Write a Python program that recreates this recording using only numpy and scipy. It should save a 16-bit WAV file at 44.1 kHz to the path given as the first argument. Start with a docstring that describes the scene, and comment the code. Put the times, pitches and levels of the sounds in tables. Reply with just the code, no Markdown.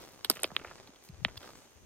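"""Two steps on a dry, stony mountain trail, heard from the walker's chest.
The first lands as a cluster of loose stones knocking under the shoe: hard clack, hollow body, a spit
of grit and, just after, a low thud. Pebbles tick and gravel crunches as the weight rolls on, then
trousers swish and the sole scuffs. At 1.25 s the second lands with one clack, trailed by a scuff, more
pebbles, gravel and a last swish. Soft stride bumps, air rumble and a faint hiss lie underneath."""
import sys
import numpy as np
from scipy import signal
from scipy.fft import rfft, irfft
from scipy.io import wavfile

SR = 44100
rng = np.random.default_rng(int(sys.argv[2]) if len(sys.argv) > 2 else 0)


def inscribe(sig):
    """Save sig as 16-bit PCM at rate SR to the path in sys.argv[1].

    A 1-D sig is mono; a 2-D sig holds one channel per row.
    Samples are clipped to [-1, 1] before scaling.
    """
    pcm = np.round(np.clip(np.atleast_2d(sig).T, -1, 1) * 32767)
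    wavfile.write(sys.argv[1], SR, pcm.astype(np.int16))


N = 81585
TIME = np.arange(N) / SR
HIT = int(.12 * SR)   # samples in a one-shot
AGE = np.arange(HIT) / SR
IMPULSE = 1.0 * (AGE == 0)
CLACK_PAN_DB = -3.2   # every pan is left minus right


def knocks():
    """Stone hits stone under the shoe: a clack in a broad snap, hollow body, grit and a low thud."""
    # Stone impacts: start_s, clack_db, clack_hz, clack_octaves, body_db, body_hz, thud_db, thud_hz,
    # grit_db, grit_hz, roughness (0-1), settle_db
    impacts = [(0.246, -10.5, 3650, 1.04, -21, 1200, -38, 344, -19, 11030, 0.87, -7.5),
               (0.248, -8, 3480, 0.65, -17.5, 1200, -24.5, 350, -15.5, 9800, 0.2, -10),
               (0.2995, 3.5, 4870, 0.82, -6, 985, -7.5, 313, 3, 10100, 0.56, -9.5),
               (0.3133, -12, 3770, 1.66, -46, 1000, -23.5, 204, -21, 10600, 0.5, -10),
               (0.432, -18.5, 3100, 1.4, -19, 754, -18, 472, -20, 9000, 0.2, -3),
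               (0.4336, -14, 2930, 1.2, -17.5, 1110, -23, 422, -2, 8700, 0.19, -13),
               (0.4428, -3.5, 3150, 1.31, -12.5, 810, -10, 416, -44, 10500, 0.27, -9),
               (.5650, -1, 2770, 0.99, -8.5, 1536, -21.5, 395, -26.5, 10500, 0.14, -20.5),
               (1.249, 2, 2580, 1.22, -7.5, 926, -12.5, 183, -44, 9700, 0.04, -19.5)]
    out = np.zeros((2, N))
    for (start_s, clack_db, clack_hz, octaves, body_db, body_hz, thud_db, thud_hz,
         grit_db, grit_hz, rough, settle_db) in impacts:
        clack = from_db(clack_db) * strike(clack_hz, octaves, rough, settle_db, CLACK_PAN_DB)
        body = from_db(body_db) * strike(body_hz, 1.36, rough / 2, settle_db, pan_db=2.2)
        grit = from_db(grit_db) * strike(grit_hz, 1, rough, settle_db, pan_db=-.6)
        snap = strike(0.754 * clack_hz, 1.59, rough / 2, settle_db, CLACK_PAN_DB)
        snap *= from_db(clack_db - 10.5)
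        add(out, start_s, clack + snap + body + grit + from_db(thud_db) * thud(thud_hz))
    return out


def strike(hz, octaves, rough, settle_db, pan_db):
    """A contact excites one damped resonance, with a little scatter between left and right."""
    direct = band(contact(rough, settle_db), hz, octaves, order=4)
    scatter = from_db(-12) * band(contact(0.99, settle_db), hz, octaves, order=4)
    return pan(np.array([direct + scatter, direct - scatter]), pan_db)


def contact(rough, settle_db):
    """One impact with a rasp of crushed sand, a reflection off nearby rock and a tail of settling grit."""
    rasp_s, echo_s, settle_s = .0008, .0016, .0082
    rasp = unit(rng.standard_normal(HIT) * np.exp(-AGE / rasp_s))
    settling = unit(rng.standard_normal(HIT) * np.exp(-AGE / settle_s))
    impact = np.sqrt(1 - rough) * IMPULSE + np.sqrt(rough) * rasp
    echo = from_db(-12) * np.roll(impact, int(echo_s * SR))
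    return impact + echo + from_db(settle_db) * settling


def thud(hz):
    """A low thud sounds a few milliseconds after the clack, later the lower its pitch."""
    lag_s = 0.87 / hz
    return np.roll(band(IMPULSE, hz, octaves=0.98, order=3), int(lag_s * SR))


def pebbles():
    """Small stones tip and tick, each with a light thud."""
    # Pebble ticks: start_s, level_db, pitch_hz
    ticks = [(0.3355, -28.5, 3050), (0.359, -23.5, 2070), (0.3695, -20, 1730), (0.393, -22, 2150),
             (0.4007, -27.5, 7400), (0.42, -28, 6500), (0.4513, -28, 9100), (0.4626, -34, 1410),
             (.504, -26, 1020), (.516, -21.5, 760), (0.551, -30, 1660), (0.597, -24.5, 1930),
             (0.616, -26.5, 1424), (0.6473, -16, 1250), (.673, -28, 1520), (0.682, -28.5, 1620),
             (0.694, -32, 1680), (0.7119, -22, 1200), (.718, -44, 1460), (0.787, -35, 1580),
             (1.283, -23.5, 1200), (1.2876, -29.5, 2150), (1.43, -26, 2060), (1.443, -27.5, 1140),
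             (1.475, -28, 1170), (1.492, -27.5, 700)]
    out = np.zeros((2, N))
    for start_s, level_db, pitch_hz in ticks:
        tick = strike(pitch_hz, octaves=1.65, rough=0.46, settle_db=-3.5, pan_db=-3)
        add(out, start_s, from_db(level_db) * (tick + from_db(-7.5) * thud(hz=497)))
    return out


def scuffs():
    """The sole slips briefly over sand and sets stone chips clinking."""
    # Slips of the sole: start_s, length_s, level_db, pitch_hz
    slips = [(0.871, 0.0067, -31.5, 3680), (0.958, 0.0041, -36.5, 2640), (1.088, 0.0025, -28.5, 4850),
             (1.369, 0.012, -18, 3900)]
    # Ringing modes of the chips: pitch_hz, level_db, t60_s
    chip_modes = [(2820, 3, 0.0086), (3690, 2.5, 0.016), (4300, 5, 0.024), (4650, -3, .018)]
    ring = sum(from_db(db - 60 * AGE / t60) * np.sin(2 * np.pi * hz * AGE) for hz, db, t60 in chip_modes)
    out = np.zeros((2, N))
    for start_s, length_s, level_db, pitch_hz in slips:
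        swell = np.sin(np.pi * np.minimum(AGE / length_s, 1))
        rub = rng.standard_normal(HIT) * rng.exponential(1, HIT) * swell
        scrape = band(rub, pitch_hz, octaves=1)
        clink = from_db(-4) * unit(signal.fftconvolve(rub, ring)[:HIT])
        dust = from_db(-4.5) * unit(rub)
        add(out, start_s, pan(from_db(level_db) * (scrape + clink + dust), CLACK_PAN_DB))
    return out


def bumps():
    """Dull jolts as the leg swings and lands."""
    # Jolts of the stride: start_s, level_db, pitch_hz, pan_db
    jolts = [(0.517, -22.5, 176, -1), (.612, -24, 340, -1), (0.663, -28, 65, 6), (0.89, -28, 237, -1),
             (1.093, -18, 144, 1), (1.120, -26.5, 70, 17), (1.177, -29.5, 80, 17), (1.217, -22, 128, 21),
             (1.251, -25.5, 81, 25), (1.364, -24.5, 95.5, 12), (1.751, -32.5, 74, 14)]
    out = np.zeros((2, N))
    for start_s, level_db, pitch_hz, pan_db in jolts:
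        jolt = from_db(level_db) * band(IMPULSE, pitch_hz, octaves=0.81, order=3)
        add(out, start_s, pan(jolt, pan_db))
    return out


def gravel():
    """Gravel crunches under the walker's weight: separate grains over a wash of noise."""
    # Crunch envelope: time_s, level_db
    envelope = [(0, -47), (.1, -58), (.22, -60), (.29, -57), (.32, -56), (.41, -53.5), (.46, -57),
                (.49, -59.5), (.53, -58), (.58, -56), (.72, -55), (.82, -55.5), (.95, -62.5), (1.06, -62.5),
                (1.2, -63.5), (1.31, -58), (1.39, -59.5), (1.44, -48.5), (1.485, -51.5), (1.53, -58),
                (1.6, -57.5), (1.68, -63.5), (1.85, -71)]
    # Gravel tone: frequency_hz, gain_db
    tone = [(30, -18), (100, -6), (200, -5), (380, -1), (750, -5.5), (1200, -8), (2500, -15.5),
            (5000, -12.5), (9000, -24.5), (16000, -44)]
    grain_share = .65   # of the power
    clicks = np.sqrt(grain_share) * colour(grains(per_s=330), tone)
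    wash = np.sqrt(1 - grain_share) * colour(noise(alike=0.17), tone)
    return curve(envelope) * (clicks + wash)


def sand():
    """Fine sand crackles under the sole in dense, bright clicks."""
    # Crackle envelope: time_s, level_db
    envelope = [(0, -59.5), (.2, -68.5), (.29, -75), (.325, -54), (.36, -53.5), (.41, -72), (.46, -65),
                (.51, -68), (1.0, -79), (1.05, -57), (1.12, -80), (1.36, -71), (1.44, -63), (1.6, -69.5),
                (1.85, -75)]
    # Sand tone: frequency_hz, gain_db
    tone = [(500, -22), (2000, -7), (3500, -1), (6000, -2), (8500, 0), (12000, -3), (15000, -4),
            (16000, -10)]
    return curve(envelope) * colour(grains(per_s=1300), tone)


def trousers():
    """Trouser legs brush past each other once in each stride."""
    # Cloth swishes: peak_s, width_s, level_db
    swishes = [(.76, 0.032, -68.5), (1.58, 0.053, -67)]
    swell = sum(from_db(db) * np.exp(-.5 * ((TIME - s) / width) ** 2) for s, width, db in swishes)
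    cloth = band(noise(alike=.3), hz=7450, octaves=0.51)
    return swell * cloth / cloth.std()


def air():
    """Moving air rumbles on the microphone, heavier on the left."""
    # Rumble envelope: time_s, level_db
    envelope = [(0, -65.5), (.2, -69), (.45, -61.5), (.55, -57), (.7, -64), (.85, -67), (1.03, -83),
                (1.14, -58), (1.3, -54), (1.45, -75), (1.56, -58.5), (1.69, -83), (1.85, -58)]
    # Rumble tone: frequency_hz, gain_db
    tone = [(20, -9), (35, -0.5), (60, -1), (110, 2), (200, -5.5), (500, -18), (2000, -62)]
    return pan(curve(envelope) * colour(noise(alike=0.033), tone), db=5)


def hiss():
    """A faint, steady, wide noise bed."""
    # Hiss tone: frequency_hz, gain_db
    tone = [(20, -9.5), (60, 14), (150, 3.5), (400, 11), (1000, 3), (2500, 2.5), (4500, -4), (5600, -1.5),
            (6500, 7.5), (7600, -9.5), (9200, 0.5), (10700, -56), (12500, -5.5), (14800, -22), (16000, -25)]
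    return from_db(-63.5) * colour(noise(alike=0.1), tone)


def port_tone(pair):
    """The two microphone ports put peaks and notches in the treble from the ground."""
    # Port response: frequency_hz, gain_db
    response = [(3000, 0), (3700, -1), (4300, -2), (5100, 1.5), (5750, -10), (6600, -4), (7400, -10),
                (8100, 3), (9300, 3), (10500, -4), (11900, 0), (12900, -6), (15000, -1), (16000, -6)]
    return shape(pair, response)


def port_lag(pair, share):
    """Sound from the ground reaches the right port a little later; share scales the lag."""
    # Full lag of the right port: frequency_hz, lag_rad
    full_lag = [(100, 0), (1000, .25), (2200, .3), (3000, 1.4), (3700, 2.1), (5000, 2.8), (8000, 2),
                (10500, 2.2), (12000, 1), (13000, .1), (16000, 0)]
    lag = share * np.interp(np.fft.rfftfreq(N, 1 / SR), *np.transpose(full_lag))
    return np.array([pair[0], irfft(rfft(pair[1]) * np.exp(-1j * lag), N)])


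def grains(per_s):
    """Random clicks of uneven size."""
    spread_db = 3.5
    sizes = from_db(spread_db * np.minimum(rng.exponential(1, N), 4)) * rng.choice([-1, 1], N)
    return sizes * (rng.random(N) < per_s / SR)


def noise(alike):
    """Stereo white noise; alike is the share of power common to both sides."""
    white = rng.standard_normal((3, N))
    return np.sqrt(alike) * white[2] + np.sqrt(1 - alike) * white[:2]


def band(x, hz, octaves, order=2):
    """A broad, heavily damped resonance; energy 1."""
    edges = np.clip([hz / 2 ** (octaves / 2), hz * 2 ** (octaves / 2)], 10, .47 * SR)
    return unit(signal.sosfilt(signal.butter(order, edges, "band", fs=SR, output="sos"), x + 1e-18))


def shape(x, points):
    """EQ through (frequency_hz, gain_db) points."""
    hz, db = np.transpose(points)
    gain_db = np.interp(np.log(np.fft.rfftfreq(N, 1 / SR) + 1), np.log(hz), db)
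    return irfft(rfft(x) * from_db(gain_db), N)


def colour(x, points):
    """EQ, then scale to rms 1."""
    shaped = shape(x, points)
    return shaped / shaped.std()


def curve(points):
    """Gain envelope through (time_s, level_db) points."""
    return from_db(np.interp(TIME, *np.transpose(points)))


def pan(x, db):
    """Place in stereo, left louder than right by db."""
    return x * from_db([[db / 2], [-db / 2]])


def add(out, start_s, x):
    """Mix in a one-shot."""
    i = int(start_s * SR)
    out[:, i:i + HIT] += x[:, :N - i]


def from_db(db):
    """Decibels to gain."""
    return 10 ** (np.asarray(db) / 20)


def unit(x):
    """Scale to energy 1."""
    return x / np.sqrt(np.sum(x ** 2) + 1e-20)


def scene():
    """Two footsteps in open air; the second lands more nearly straight ahead, so its stones lag less."""
    rumble, bed = air(), hiss()
    stones = port_tone(knocks() + pebbles() + scuffs())
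    turned = TIME > 0.63
    aside = port_lag(stones * ~turned + gravel() + sand() + bed, share=0.94)
    ahead = port_lag(stones * turned, share=0.7)
    return aside + ahead + bumps() + rumble + trousers()


def record(dry):
    """A steep low-pass takes off the very top."""
    cutoff_hz = 15900
    return signal.sosfilt(signal.ellip(10, .2, 80, cutoff_hz, fs=SR, output="sos"), dry)


dry = scene()
out = record(dry)
inscribe(out)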